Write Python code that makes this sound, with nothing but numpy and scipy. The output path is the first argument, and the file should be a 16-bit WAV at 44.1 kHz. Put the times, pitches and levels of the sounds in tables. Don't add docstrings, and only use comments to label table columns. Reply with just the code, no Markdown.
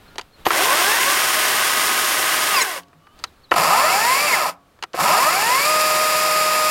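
import sys
import numpy as np
from scipy import signal
from scipy.fft import rfft, irfft
from scipy.io import wavfile
from scipy.ndimage import uniform_filter1d

SR = 44100
rng = np.random.default_rng(int(sys.argv[2]) if len(sys.argv) > 2 else 0)


def digitize_waveform(pressure):
    field = np.atleast_2d(pressure).T
    bounded = np.clip(field, -1, 1)
    quanta = np.round(bounded * 32767).astype(np.int16)
    wavfile.write(sys.argv[1], SR, quanta)


N = 295853
TIME = np.arange(N) / SR
FREQ = np.maximum(np.arange(2049) * SR / 4096, 1)

LINKS, SPROCKET_TEETH = 62, 6
SLOT_ORDER = 42
YARD_DB = -57
TOP_HZ = 15850
KNOCK_T60_S = 0.035

FREE_HZ, SPIN_UP_S, BRAKE_HZ_PER_S, BRAKE_OFF_HZ, SPEED_EASE_S = 3247, 1.55, 3950, 870, 0.05
CREEP_S, CREEP_DB, SETTLE_DB_PER_S, COAST_DB_PER_S, STOP_DB_PER_S = 0.032, -13, -1.0, -44.5, -550
HISS_SLACK_DB = -1.5

# centre in Hz, width in Hz, height in dB.
HOUSING_MODES = [(343, 79, 5), (760, 140, 3.5), (986, 160, 2.5), (1327, 170, 5.5), (1900, 180, 3),
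                 (2965, 440, 4), (4600, 440, 6.5), (6440, 700, 4)]
# frequency in Hz, relative level in dB.
HOUSING_COLOUR = [(50, -12.5), (170, -13.5), (330, -0.5), (700, 2.5), (1000, 6), (2500, -1), (6000, -13),
                  (8500, -20), (15000, -29)]


def undb(db):
    return 10 ** (np.asarray(db) / 20)


def rms(x):
    return np.sqrt(np.mean(x ** 2)) + 1e-12


def band(x, lo, hi):
    sos = signal.butter(4, [lo, min(hi, .45 * SR)], "band", fs=SR, output="sos")
    return signal.sosfilt(sos, x)


def walk(rate):
    k = int(SR / rate)
    steps = np.repeat(rng.standard_normal(N // k + 1), k)
    slow = uniform_filter1d(uniform_filter1d(steps, k), k)[:N]
    return slow / rms(slow)


def after(s, ramp_s):
    return .5 + .5 * np.tanh((TIME - s) / ramp_s)


def add(out, s, sound):
    i = int(s * SR)
    out[i:i + len(sound)] += sound[:N - i]


def response(slope, modes=()):
    hz, db = np.transpose(slope)
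    bumps = sum(height / (1 + (2 * (FREQ - centre) / width) ** 2) for centre, width, height in modes)
    return np.interp(np.log(FREQ), np.log(hz), db) + bumps


def colour(x, db):
    cepstrum = irfft(np.log(undb(db)))
    cepstrum[1:len(FREQ) - 1] *= 2
    cepstrum[len(FREQ):] = 0
    impulse = irfft(np.exp(rfft(cepstrum)))
    return signal.fftconvolve(x, impulse)[:len(x)]


def rustles():
    # centre in seconds, half length in seconds, level in dB.
    swells = [(0.083, 0.225, -49), (0.415, 0.0536, -48.5), (3.22, 0.085, -51), (3.4, 0.18, -57.5)]
    # frequency in Hz, relative level in dB.
    cloth_slope = [(30, 2.5), (100, -4), (500, -10), (1400, -12.5), (2200, -17), (4000, -18), (6000, -29),
                   (16000, -30.5)]
    cloth = colour(rng.standard_normal(N), response(cloth_slope))
    swell = sum(undb(db) * np.exp(-((TIME - s) / half) ** 2) for s, half, db in swells)
    return cloth / rms(cloth) * swell


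def yard(waver=0.019):
    # frequency in Hz, relative level in dB.
    yard_slope = [(15, -28), (25, -5), (49, -4.5), (82, -2.5), (157, -5), (263, -8), (489, -9),
                  (1020, -13.5), (1190, -10), (2050, -20), (4140, -23), (5730, -28), (16000, -33.5)]
    # start in seconds, length in seconds, start pitch in Hz, end pitch in Hz, level in dB.
    calls = [(0.01, 0.2, 1420, 1380, -58), (0.07, 0.0363, 4400, 4000, -54.5),
             (0.319, 0.057, 4300, 4000, -55), (0.4, .04, 3950, 3750, -61), (2.92, .12, 162, 155, -54),
             (2.94, 0.32, 1090, 1300, -58.5), (2.948, 0.3, 2850, 3090, -66), (3.261, .035, 4400, 3850, -54),
             (3.427, 0.04, 4440, 3770, -51.5), (3.487, 0.028, 3650, 3950, -53)]
    air = colour(rng.standard_normal(N), response(yard_slope))
    out = air / rms(air) * undb(YARD_DB + 0.66 * walk(8.9))
    wobble = 1 + waver * walk(90)
    for s, length, start_hz, end_hz, db in calls:
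        hz = np.linspace(start_hz, end_hz, int(length * SR))
        hz = hz * wobble[int(s * SR):][:len(hz)]
        tone = np.sin(2 * np.pi * np.cumsum(hz) / SR)
        add(out, s, undb(db) * np.sqrt(2) * np.hanning(len(hz)) * tone)
    return out


def knocks(rise_s=0.00012, treble_decay=0.73, bass_decay=1.2):
    # start in seconds, peak level in dB, bass in dB, treble in dB (both set against a middle at -11).
    jolts = [(0.157, -27.5, -7, -12), (0.182, -12, -14.5, -9.5), (0.193, -18, -18, -16.5),
             (0.212, -25, -28.5, -6), (0.454, -15, -16, 0), (0.459, -11, -25, -27),
             (0.465, -0.5, -10, -20.5), (0.505, -4, -29, -25), (2.544, -8, -26, -20),
             (2.62, -21.5, -7, -13), (2.833, -39, -7, -1.5), (2.883, -48, -15, -4), (2.93, -42, -18, -25.5),
             (3.069, -37.5, -31, -23), (3.19, -36, -13, -6), (3.197, -37, -12, -11),
             (3.239, -11.5, -32, -10.5), (3.512, -19, 8, 2), (3.516, -1, -17, -33), (3.539, -8.5, -16, -21),
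             (4.789, -38, -13, -21.5), (4.825, -15.5, -24.5, -12), (4.836, -14.5, -23.5, -14.5),
             (4.933, -28, -19, -8), (4.943, -13.5, -4, -34), (4.989, -17, -18, -18)]
    out, t = np.zeros(N), TIME[:SR // 6]
    body = response(HOUSING_COLOUR, HOUSING_MODES)
    for s, peak_db, bass_db, treble_db in jolts:
        knock = 0
        bands = [(40, 680, bass_db, bass_decay), (700, 2630, -11, 1), (2900, 12500, treble_db, treble_decay)]
        for lo, hi, db, decay in bands:
            envelope = (1 - np.exp(-t / rise_s)) * np.exp(-np.log(1000) * t / (KNOCK_T60_S * decay))
            chatter = rng.standard_normal(len(t)) * envelope
            part = band(colour(chatter, body), lo, hi)
            knock = knock + undb(db) * part / rms(part)
        add(out, s, undb(peak_db) * knock / abs(knock).max())
    return out


def squeals(width_hz=450, buzz_db=-33):
    # start in seconds, length in seconds, pitch in Hz, level in dB.
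    bursts = [(0.449, 0.056, 11860, -34), (3.509, 0.043, 11400, -42.5), (4.937, 0.0213, 11100, -59.5)]
    out = np.zeros(N)
    for s, length, hz, db in bursts:
        noise = rng.standard_normal(int(length * SR))
        squeal = band(noise, hz - width_hz / 2, hz + width_hz / 2)
        buzz = colour(noise, response(HOUSING_COLOUR, HOUSING_MODES))
        both = undb(db) * squeal / rms(squeal) + undb(buzz_db) * buzz / rms(buzz)
        add(out, s, both * signal.windows.tukey(len(noise), .2))
    return out


def radiation(slope, modes, bounce, bounce_ms):
    comb = abs(1 + bounce * np.exp(-2j * np.pi * FREQ * bounce_ms / 1000))
    db = response(slope, modes) + 20 * np.log10(comb)
    return db - 20 * np.log10(rms(undb(db[(FREQ > 1400) & (FREQ < 3500)])))


def link_rate(start, release, top_hz, coast_hz_per_s):
    driven = np.minimum(FREE_HZ * (1 - np.exp(-(TIME - start) / SPIN_UP_S)), top_hz)
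    brake_off = release + (top_hz - BRAKE_OFF_HZ) / BRAKE_HZ_PER_S
    braked = BRAKE_HZ_PER_S * (np.clip(TIME, release, brake_off) - release)
    coasted = coast_hz_per_s * np.maximum(TIME - brake_off, 0)
    hz = np.maximum(driven - (braked + coasted), 20)
    return uniform_filter1d(hz, int(SPEED_EASE_S * SR)), brake_off


def motor(hz, driving, braking, body, axis, slot_db, jitter=0.0045, inrush_db=7):
    # multiple of the shaft speed,
    # resonance in Hz, half width in Hz, level from the rear in dB, level from the side in dB.
    brake_orders = [(6.015, 1080, 250, -33, -27.5), (13.93, 2613, 460, -23.5, -26),
                    (13.62, 2110, 150, -23.5, -16), (26.87, 4870, 250, -20.5, -37.5),
                    (26.3, 4050, 190, -24.5, -43.5), (34.64, 5450, 230, -24.5, -47),
                    (44, 6650, 230, -19.5, -40), (53.2, 7880, 280, -22, -49.5)]
    shaft = hz / SPROCKET_TEETH
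    turn = 2 * np.pi * np.cumsum(shaft * (1 + jitter * walk(300))) / SR
    slots_db = slot_db + inrush_db * (1 - hz / hz.max()) + np.interp(SLOT_ORDER * shaft, FREQ, body)
    slots = undb(slots_db) * np.sin(SLOT_ORDER * turn)
    whine = 0
    for order, centre, half, *levels in brake_orders:
        swell = np.exp(-((order * shaft - centre) / half) ** 2)
        whine = whine + undb(levels[axis]) * swell * np.sin(order * turn)
    return np.sqrt(2) * (driving * slots + braking * whine)


def contacts(travel, scatter, count):
    place = rng.uniform(0, LINKS, LINKS * count)
    habit = rng.standard_normal(len(place))
    laps = np.arange(int(travel[-1] / LINKS) + 1)[:, None]
    size = (habit + scatter * rng.standard_normal((len(laps), len(place)))).ravel()
    at = np.interp((place + LINKS * laps).ravel(), travel, np.arange(N))
    first, part = at.astype(int), at % 1
    early = np.bincount(first, size * (1 - part), N + 1)
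    late = np.bincount(first + 1, size * part, N + 1)
    return (early + late)[:N]


def chain(hz, on, body, hiss_db, slap_db, slap_hz, scatter, low_db):
    slack = 1 - hz / hz.max()
    travel = np.cumsum(hz * (1 + .0005 * walk(25))) / SR
    ticks = colour(contacts(travel, scatter, count=14) / np.sqrt(hz), body)
    rattle = band(ticks, 1400, 3700)
    low = undb(low_db) * band(ticks, 25, 1400)
    slaps = colour(contacts(travel, scatter, count=4) / np.sqrt(hz), body)
    slap = band(slaps, *slap_hz) * slack ** 1.1
    rattle = (rattle + low) / rms(rattle[on]) + undb(slap_db) * slap / rms(slap[on])
    cutters = 1 + 0.17 * np.sin(np.pi * travel)
    slide = colour(rng.standard_normal(N) * cutters * undb(0.83 * walk(90)), body)
    hiss = band(slide / rms(slide) + .8 * ticks / rms(ticks[on]), 3700, 19000)
    return rattle + hiss * undb(hiss_db + HISS_SLACK_DB * slack) / rms(hiss[on])


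def mesh(hz, coasting, voice, axis, waver_db, coast_db, flap=0.04, flap_db=3.0, loose_db=4):
    chain_orders = [.5, 1, 1.5, 2, 3, 4]
    # from the rear in dB, from the side in dB.
    strengths = [(-11.5, -5.5), (-5.5, -2.5), (-20, -16), (-8, -3), (-17.5, -7), (-22.5, -10)]
    slack = 1 - hz / hz.max()
    travel = np.cumsum(hz * (1 + 0.00074 * walk(25.2))) / SR + flap * slack * walk(150)
    seating_db = loose_db * slack + coast_db * coasting
    out = 0
    for order, levels in zip(chain_orders, strengths):
        waver = (waver_db + flap_db * slack) * walk(30)
        strength = levels[axis] + np.interp(order * hz, FREQ, voice) + seating_db + waver
        tone = np.sin(2 * np.pi * (order * travel + rng.random()))
        out = out + undb(strength) * np.sqrt(2) * tone
    return out


def rings(stop, rise_s=0.0054):
    # frequency in Hz, level in dB, time to fall 60 dB in seconds.
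    bar_modes = [(176.2, -47.5, 0.36), (280, -50.5, 0.63), (700, -55, 0.84), (1124, -53.5, 0.97)]
    t = np.maximum(TIME - stop, 0)
    tones = sum(undb(db - 60 * t / t60) * np.sin(2 * np.pi * hz * t) for hz, db, t60 in bar_modes)
    return (1 - np.exp(-t / rise_s)) * tones


def run(row, top_hz, body, coupling, axis, slap_hz, scatter, low_db, waver_db, coast_tone_db, slot_db):
    start, bite, release, stop, coast_hz_per_s, build_s, rattle_db, hiss_db, slap_db, coast_db = row
    hz, brake_off = link_rate(start, release, top_hz, coast_hz_per_s)
    since = lambda s: np.maximum(TIME - s, 0)
    released, coasting = after(release, .006), after(brake_off, .006)
    creep = undb(CREEP_DB) * after(bite - CREEP_S, 0.0018)
    attack = np.maximum(1 - np.exp(-since(bite) / build_s), creep)
    fade_db = SETTLE_DB_PER_S * since(bite) + coast_db * coasting
    fade_db = fade_db + COAST_DB_PER_S * since(brake_off) + STOP_DB_PER_S * since(stop)
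    on = (TIME > bite) & (TIME < stop)
    links = chain(hz, on, body, hiss_db, slap_db, slap_hz, scatter, low_db)
    tones = mesh(hz, coasting, body + response(coupling), axis, waver_db, coast_tone_db)
    whine = motor(hz, attack * (1 - released), released - coasting, body, axis, slot_db)
    return attack * undb(rattle_db + fade_db) * (links + tones) + whine + rings(stop)


def echo(x, t60, wet_db, dull_hz=1500):
    t = TIME[:SR]
    tail = rng.standard_normal(SR) * np.exp(-np.log(1000) * t / t60) * (t > .012)
    low_pass = signal.butter(2, dull_hz, fs=SR, output="sos")
    tail = signal.sosfilt(low_pass, tail / np.linalg.norm(tail))
    return undb(wet_db) * signal.fftconvolve(x, tail)[:N]


def scene():
    # frequency in Hz, relative level in dB.
    rear_slope = [(60, -30), (150, -24), (300, -19), (600, -13), (1000, -12), (2200, -1.94), (3600, -12),
                  (7000, -10.5), (12000, -14), (15500, -18.5)]
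    side_slope = [(60, -29), (150, -15), (300, -15), (600, -4), (1000, -1.5), (2200, -4.5), (3600, -14.5),
                  (7000, -8.5), (12000, -9), (15500, -15.5)]
    # centre in Hz, width in Hz, height in dB.
    rear_modes = [(377, 230, 5.5), (474, 49, -5), (616, 21, 2.5), (766.7, 110, 4.5), (1057, 180, 11),
                  (1327, 90, -4), (1516.4, 43, 6), (1820, 54, -4), (2350, 490, -5), (2981, 81, -2.5),
                  (6150, 720, -3), (7712, 610, -5.5)]
    side_modes = [(305, 46, 0), (882, 61, -6.5), (1150, 70.5, -17), (1196, 484, 11), (1478, 350, -9),
                  (1955, 87.5, -6.5), (2166, 39.2, -6.5), (2662, 43.6, 7), (3075, 140, -5), (4124, 118, -5),
                  (4620, 3100, 8), (6450, 146, -15)]
    # frequency in Hz, strength in dB.
    rear_coupling = [(170, -29), (290, -7.5), (375, 5), (450, -2.5), (560, 1), (630, -2), (760, 0.5),
                     (900, -3.5), (1070, 1.5), (1260, 0), (1400, -2), (1540, 0.5), (1800, 3.5), (2150, -1),
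                     (2450, -12.5), (5000, -15)]
    side_coupling = [(110, -18), (165, -1), (230, -10), (560, -10), (620, 3), (670, -10.5), (790, -0.5),
                     (1000, 2.5), (1290, 1.5), (1400, -1.5), (1620, -4), (1780, 0), (2350, 0.5),
                     (2500, -9.5), (3300, -6), (5000, -2.5)]
    # spin-up starts, chain bites, trigger released, chain stops (all in
    # seconds), coasting loss in Hz per second, build-up in seconds, rattle in dB, hiss over rattle in dB,
    # slap over rattle in dB, change on coasting in dB.
    runs = [(0.429, 0.49, 2.533, 2.783, 2250, 0.035, -22, 1, -9.5, -4.5),
            (3.523, 3.556, 4.271, 4.492, 3900, 0.0056, -24, 1, 2, 0),
            (4.946, 4.98, 7.0, 7.3, 3900, 0.013, -24.5, 1.71, -1.5, -3)]
    held_hz = [1254, 1195, 1240.3]
    rear = radiation(rear_slope, rear_modes, bounce=.1, bounce_ms=0.3602)
    side = radiation(side_slope, side_modes, bounce=0.251, bounce_ms=0.417)
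    behind = run(runs[0], held_hz[0], rear, rear_coupling, axis=0, slap_hz=(320, 1400), scatter=1.54,
                 low_db=0.5, waver_db=2.5, coast_tone_db=2, slot_db=-35.5)
    beside = sum(run(row, top_hz, side, side_coupling, axis=1, slap_hz=(620, 1400), scatter=1.05,
                     low_db=-1.5, waver_db=-0.6, coast_tone_db=0.0, slot_db=-46)
                 for row, top_hz in zip(runs[1:], held_hz[1:]))
    saw = behind + beside + knocks() + squeals() + rustles()
    yard_echo = echo(behind, t60=0.37, wet_db=-23.5) + echo(beside, t60=0.28, wet_db=-15.5)
    mono = saw + yard_echo + yard()
    return np.array([mono, mono])


def record(dry):
    low_pass = signal.ellip(10, .2, 80, TOP_HZ, fs=SR, output="sos")
    return signal.sosfilt(low_pass, np.clip(dry, -1, 1))


dry = scene()
out = record(dry)
digitize_waveform(out)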